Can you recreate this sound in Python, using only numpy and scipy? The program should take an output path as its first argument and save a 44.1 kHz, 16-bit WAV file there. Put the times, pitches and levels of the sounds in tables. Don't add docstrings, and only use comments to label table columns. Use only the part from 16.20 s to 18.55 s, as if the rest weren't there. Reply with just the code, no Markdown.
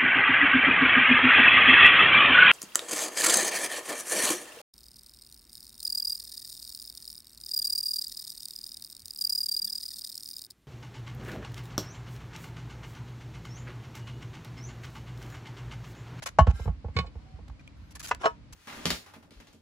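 import sys
import numpy as np
from scipy import signal
from scipy.fft import rfft, irfft
from scipy.io import wavfile
from scipy.ndimage import uniform_filter1d

SR = 44100
rng = np.random.default_rng(int(sys.argv[2]) if len(sys.argv) > 2 else 0)


def gain_from_db(level_db):
    decades = np.asarray(level_db, float) / 20
    return 10 ** decades


def digitize_waveform(pressure):
    field = np.atleast_2d(pressure).T
    bounded = np.clip(field, -1, 1)
    quanta = np.round(bounded * 32767).astype(np.int16)
    wavfile.write(sys.argv[1], SR, quanta)


N = 103635
SIDES = np.array([[1], [-1]])


def colour(x, points, tilt_db=0.):
    hz = np.maximum(np.fft.rfftfreq(x.shape[-1], 1 / SR), 10)
    points_hz, points_db = np.array(points, float).T
    gain_db = np.interp(np.log(hz), np.log(points_hz), points_db)
    gain_db = gain_db + tilt_db * np.log2(np.maximum(hz, 500) / 2000)
    return irfft(rfft(x) * gain_from_db(gain_db), x.shape[-1])


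def unit(x):
    return x / np.sqrt(np.mean(x ** 2))


def add(out, x, at_s):
    i = int(at_s * SR)
    out[:, i:i + x.shape[1]] += x[:, :N - i]


def pan(pan_db):
    return SIDES * pan_db / 2


def walk(rate_per_s):
    k = int(SR / rate_per_s)
    steps = np.repeat(rng.standard_normal(N // k + 1), k)
    return unit(uniform_filter1d(uniform_filter1d(steps, k), k)[:N])


def garden():
    # f/Hz, density/dB per Hz
    air_spectrum = [(15, -49), (35, -7.5), (65, -6.5), (119, -10.5), (319, -17), (353, -28), (550, -28.5),
                    (1300, -34), (2300, -35.5), (4500, -40.5), (10000, -54.5), (16100, -81), (22000, -120)]
    level_db, flicker_db, flicker_per_s = -53, .8, 12
    out = 0
    for hz in 35 * 2. ** np.arange(9):
        mid, side = rng.standard_normal((2, N))
        band = [(hz / 8, -60), (hz / 2, -9), (hz, 0), (hz * 2, -9), (hz * 8, -60)]
        air = mid + min(0.51 + hz / 2500, 1) * side * SIDES
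        flicker = gain_from_db(flicker_db * (-0.5 + 100 / hz) * walk(flicker_per_s))
        out = out + colour(air, band) * flicker
    return gain_from_db(level_db) * unit(colour(out, air_spectrum))


def table_shake():
    # highest crest t/s, peak level/dB, f/Hz
    thumps = [(0.221, -11.5, 79.64), (0.29, -12, 77.6), (0.349, -29.5, 75), (0.418, -29, 73.6),
              (0.475, -24.5, 72.8), (0.496, -22.5, 78.7), (.532, -34.5, 72.9), (0.587, -39, 66.7),
              (.663, -29, 83.1), (0.703, -35, 82.4), (0.77, -31, 77.5), (0.78, -24, 83),
              (0.806, -31.5, 77.4), (0.834, -34, 69.3), (.873, -38, 62.7), (0.973, -34, 73),
              (1.05, -48, 60), (1.152, -37, 74.4), (1.21, -42.5, 64.2), (1.232, -41.5, 73.5),
              (1.305, -44, 61.6), (1.322, -39.5, 60), (1.445, -51.5, 60), (1.6, -49.5, 75.7),
              (1.637, -42.5, 75.8), (1.756, -48.5, 71.3), (1.935, -43, 76.2), (1.978, -44.5, 66.24),
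              (2.131, -47, 60), (2.219, -46, 55), (2.331, -48, 60)]
    sharp_s, fall_s, sag, overtone_db, pan_db = 0.011, 0.007, 0.36, -11, -4.5
    out, t = np.zeros((2, N)), np.arange(-2200, 7000) / SR
    for at_s, db, hz in thumps:
        swell = np.exp(-((t - .004) / sharp_s) ** 2 / 2)
        swell += gain_from_db(-22) * np.exp(-t / fall_s) * np.clip(t / sharp_s, 0, 1)
        phase = 2 * np.pi * hz * (t - sag * sharp_s * np.log(np.cosh(t / sharp_s)))
        early = np.exp(-((t + 0.012) / 0.0055) ** 2) * np.sin(2.22 * 2 * np.pi * hz * t)
        thump = swell * np.cos(phase) + gain_from_db(overtone_db) * early
        add(out, gain_from_db(db + pan(pan_db)) * thump, at_s + t[0])
    return out


def rasp(rows, edge_s, grit_db, ring_db, ring_hz, apart, pan_db):
    # f/Hz, density/dB per Hz
    flesh = [(180, -54), (300, -25.5), (1150, -11.5), (1530, -9), (3000, -12), (7260, -9.5), (11600, -16),
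             (13500, -23), (15400, -20.5), (16500, -54)]
    crackle_per_s = 1800
    out, t = np.zeros((2, N)), np.arange(12000) / SR - edge_s
    for start_s, length_s, db, tilt_db in rows:
        mid, side, grit, mottle = rng.standard_normal((4, len(t)))
        size = gain_from_db(grit_db * unit(uniform_filter1d(grit, 1 + int(SR / crackle_per_s))))
        ripple = gain_from_db(ring_db * unit(uniform_filter1d(mottle, 1 + int(ring_hz * len(t) / SR))))
        ripple = ripple[:len(t) // 2 + 1]
        grains = irfft(ripple * rfft(size * (mid + apart * side * SIDES)))
        gate = np.clip(t / edge_s + 1, 0, 1) ** 2 * np.exp(-np.maximum(t - length_s, 0) / edge_s)
        burst = unit(colour(grains, flesh, tilt_db)) * gate
        add(out, gain_from_db(db + pan(pan_db)) * burst, max(start_s - edge_s, 0))
    return out


def hits(rows, modes, scatter_db, crack_db, crack_s, lag_s, pan_db):
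    wander_rad = .0025
    crack_spectrum = [(250, -21.5), (550, 2), (900, 1), (7500, -22.5), (9000, -33.5), (13000, -72)]
    out, t = np.zeros((2, N)), np.arange(13000) / SR
    hz, mode_db, t60_s = (c[:, None] for c in np.array(modes).T)
    for at_s, db, tilt_db, contact_s in rows:
        level_luck, pan_luck = rng.standard_normal((2, len(hz), 1))
        noise = rng.standard_normal((2, len(t)))
        steps = rng.standard_normal((len(hz), len(t)))
        wander = wander_rad * np.sqrt(hz / 100) * np.cumsum(steps, axis=1)
        ring_db = mode_db + tilt_db * np.log2(hz / 1000) + scatter_db * level_luck
        ring = gain_from_db(ring_db) * np.exp(-np.log(1000) * t / np.clip(t60_s, .01, .3))
        body = []
        for side in (1, -1):
            gain = gain_from_db(side * (1.1 * pan_luck + pan_db / 2))
            wave = np.sin(2 * np.pi * hz * (t - side * lag_s / 2) + wander)
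            body.append((ring * gain * wave).sum(0))
        body = np.array(body) * (1 - np.exp(-(t / max(contact_s, 1e-4)) ** 2))
        crack = unit(colour(noise * 0.61 + noise[1], crack_spectrum, tilt_db))
        crack = crack * np.clip(t / 0.0005, 0, 1) ** 2 * np.exp(-t / crack_s)
        add(out, gain_from_db(db) * (body / np.abs(body).max() + gain_from_db(crack_db) * crack), at_s)
    return out


def basin_booms():
    # t/s, peak level/dB, brightness/dB per octave, contact/s
    booms = [
        (.19, -16.5, 0, 0.0055),
        (.275, -23, 0.0059, .008),
        (.47, -28, 0.023, 0.013),
        (.755, -26.5, 0.0047, 0.0071),
        (.79, -26.5, 0, 0.0066),
    ]
    # f/Hz, level/dB, t60/s
    belly = [(144, 0, 0.0786), (172.2, -2, .1)]
    return hits(booms, belly, 0, crack_db=-59.5, crack_s=0.0041, lag_s=0, pan_db=-3.0)


def nail_clicks():
    # t/s, peak level/dB, brightness/dB per octave, contact/s
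    clicks = [
        (.415, -46.5, 0.011, 0.0031),
        (1.394, -49, 0.0023, .003),
        (1.476, -37, 0, 0.0007),
    ]
    # f/Hz, level/dB, t60/s
    nail = [(2320, -6, 0.016), (2405, -6, 0.026), (3260, -3.5, 0.0094)]
    return hits(clicks, nail, scatter_db=-3.0, crack_db=-30.5, crack_s=0.0035, lag_s=.0001, pan_db=-2.0)


def rind_slides():
    # start t/s, length/s, level/dB, brightness/dB per octave
    slides = [
        (.35, 0.099, -52, -3.5),
        (.752, 0.062, -57, -6.5),
        (.83, 0.028, -55, -10),
        (.95, 0.23, -64.5, -8.5),
        (2.015, 0.049, -44, -8.5),
        (1.57, 0.14, -68, -5),
    ]
    return rasp(slides, edge_s=0.026, grit_db=5.0, ring_db=7.0, ring_hz=60, apart=0.74, pan_db=0.0)


def fibre_ticks():
    # start t/s, length/s, level/dB, brightness/dB per octave
    ticks = [(.307, 0.0081, -43, -8), (1.281, 0.0054, -54.5, -6), (1.298, .004, -52.5, -9),
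             (1.395, 0.02, -61.5, -6), (1.476, 0.0028, -55.5, -3.5), (1.8912, .001, -42.5, -4.5),
             (1.948, 0.0012, -37.5, -1)]
    return rasp(ticks, edge_s=.0015, grit_db=0, ring_db=3, ring_hz=400, apart=.7, pan_db=0)


def half_lands():
    # t/s, peak level/dB, brightness/dB per octave, contact/s
    landing = [
        (.1863, -1, 0, .0022),
        (.2015, -18, 1, .003),
    ]
    # f/Hz, level/dB, t60/s
    shell = [(648, -4, .052), (705, -19, .085), (855, 0, .032), (960, -3, .028), (1097, -9, .1),
             (1357, -29, .13), (1500, -16, .04), (1727, -27, .11), (2150, -25, .05), (2815, -28, .07),
             (3020, -30, .09), (5600, -31, .03), (4495, -33, .055), (6990, -30, .04)]
    return hits(landing, shell, 0, crack_db=-21, crack_s=0.01, lag_s=.00006, pan_db=1)


def half_rocks():
    # t/s, peak level/dB, brightness/dB per octave, contact/s
    rocks = [(0.269, -19.5, -0.5, 0.0018), (.281, -32.5, -9, 0.0017), (.297, -35.5, 3.5, .003),
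             (0.395, -35, -3, 0.00185), (0.456, -35, -3.3, 0.001), (0.478, -28.5, -4, 0.00062),
             (0.644, -33, -8.5, 0.0021), (0.683, -41, -4, 0.00094), (0.84, -40.5, -6, 0.0035),
             (0.955, -45, -8, 0.00067), (1.188, -44.5, -4.5, 0.0015)]
    # f/Hz, level/dB, t60/s
    hollow = [(473, 0, .04), (700, -4, .05), (820, -11, .11), (860, -3, .04), (1097, -13, .12),
              (1351, -16, .12), (1491, -19, .1), (1727, -21, .1), (2230, -19, .08), (2500, -22, .06),
              (3042, -24, .09)]
    return hits(rocks, hollow, scatter_db=2.5, crack_db=-14.5, crack_s=0.013, lag_s=.0001, pan_db=-0.5)


def rim_taps():
    # t/s, peak level/dB, brightness/dB per octave, contact/s
    taps = [
        (.7645, -15.5, 2, 0.0029),
        (.787, -13, 2, 0.0011),
        (.81, -40, 3, 0.0018),
        (.862, -41, 7.5, 0.0077),
        (.875, -48.5, -9, 0.002),
    ]
    # f/Hz, level/dB, t60/s
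    rim = [(468, 3, .05), (755, -7, .05), (1110, -3, .13), (1453, -14, .1), (1795, -15, .08),
           (2190, -4, .05), (2235, -2, .08), (2503, -11, .11), (2995, -11, .1), (3607, -8, .06),
           (4200, -5, .055), (4300, -9, .035), (4900, -11, .05), (7391, -30, .063)]
    return hits(taps, rim, scatter_db=1, crack_db=-19.5, crack_s=0.01, lag_s=.0001, pan_db=-5.0)


def blade_rubs():
    # t/s, peak level/dB, brightness/dB per octave, contact/s
    rubs = [
        (2.0, -52, 9, .006),
        (2.012, -52, 3.5, 0.0072),
        (2.024, -40, -10, .004),
        (2.033, -25.5, -2, 0.0024),
    ]
    # f/Hz, level/dB, t60/s
    blade = [(700, -3, .04), (1097, -3, .05), (1300, -5, .04), (1600, -2, .06), (2500, -11, .04),
             (3200, -10, .04), (5300, -18, .03)]
    return hits(rubs, blade, scatter_db=2, crack_db=-18, crack_s=.01, lag_s=-.0002, pan_db=0.5)


def flesh_snaps():
    # t/s, peak level/dB, brightness/dB per octave, contact/s
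    snap = [
        (1.9115, -9.5, 0, .0015),
    ]
    # f/Hz, level/dB, t60/s
    wedge = [(445, -12, .05), (525, -17, .08), (700, -14, .04), (972, 0, .045), (1217, -3, .045),
             (1475, -3, .045), (1733, -14, .08), (2020, -10, .06), (2604, -14, .08), (2850, -16, .055)]
    return hits(snap, wedge, 0, crack_db=-13.0, crack_s=0.008, lag_s=-0.000097, pan_db=-0.5)


def piece_breaks():
    # t/s, peak level/dB, brightness/dB per octave, contact/s
    breaks = [
        (2.0412, -18, 0, .0015),
        (2.0478, -21, 1, .0015),
        (2.0566, -8.5, 1, .001),
        (2.066, -17, -1, .002),
    ]
    # f/Hz, level/dB, t60/s
    piece = [(446, -10, .07), (540, -11, .05), (665, -1, .045), (950, -15, .14), (1097, -6, .105),
             (1280, -10, .07), (1450, -11, .06), (1600, -10, .04), (1725, -18, .1), (5150, -23, .025),
             (2550, -23, .09), (2985, -16, .065), (4202, -26, .07), (5324, -32, .12)]
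    return hits(breaks, piece, scatter_db=1.5, crack_db=-15, crack_s=0.0075, lag_s=-0.00023, pan_db=0.0)


def blade_slices():
    # start t/s, length/s, level/dB, brightness/dB per octave
    slices = [(.023, 0.0063, -40.5, -5.5), (.028, 0.012, -41.5, -1.5), (.06, 0.017, -32.5, -3),
              (.082, 0.01, -40.5, -4.5), (1.708, 0.018, -57, -1), (1.753, 0.0085, -43.5, 0.5),
              (1.762, 0.0096, -48.5, -3.5), (1.796, 0.0059, -42.5, 2.5), (1.802, 0.0057, -40.5, -0.5),
              (1.8145, 0.0024, -45, -3), (1.829, 0.016, -43, 0.7), (1.845, 0.019, -40, -0.4),
              (1.872, 0.0042, -41, 0.5), (1.882, 0.013, -40.5, 0), (1.9, 0.0097, -48.5, -1),
              (2.326, 0.011, -47, 0)]
    return rasp(slices, edge_s=0.0022, grit_db=1, ring_db=3.5, ring_hz=102.5, apart=0.79, pan_db=1.0)


def yard(near):
    t60_s, level_db = .16, -18
    t = np.arange(15000) / SR
    tail = rng.standard_normal((2, len(t))) * np.exp(-np.log(1000) * t / t60_s)
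    tail = tail / np.sqrt((tail ** 2).sum(1, keepdims=True))
    return signal.fftconvolve(near, gain_from_db(level_db) * tail, axes=1)[:, :N]


def scene():
    near = basin_booms() + nail_clicks() + rind_slides() + fibre_ticks()
    near = near + half_lands() + half_rocks() + rim_taps()
    near = near + blade_rubs() + flesh_snaps() + piece_breaks() + blade_slices()
    return garden() + table_shake() + yard(near) + near


def top_cut(x):
    return signal.sosfilt(signal.butter(12, 16780, fs=SR, output="sos"), x)


def record(dry):
    # f/Hz, gain/dB
    ports = [(25, -19.5), (55, 2.5), (8100, -1), (8700, -14), (9500, -12.5), (10000, 2), (12200, -0.5),
             (13200, -15)]
    mid = colour(dry[0] + dry[1], ports + [(14300, 0)]) / 2
    side = (dry[0] - dry[1]) / 2
    low_pass = signal.ellip(8, .2, 60, 15800, fs=SR, output="sos")
    wet = signal.sosfilt(low_pass, np.array([mid + side, mid - side]))
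    return top_cut(wet)


dry = scene()
out = record(dry)
digitize_waveform(out)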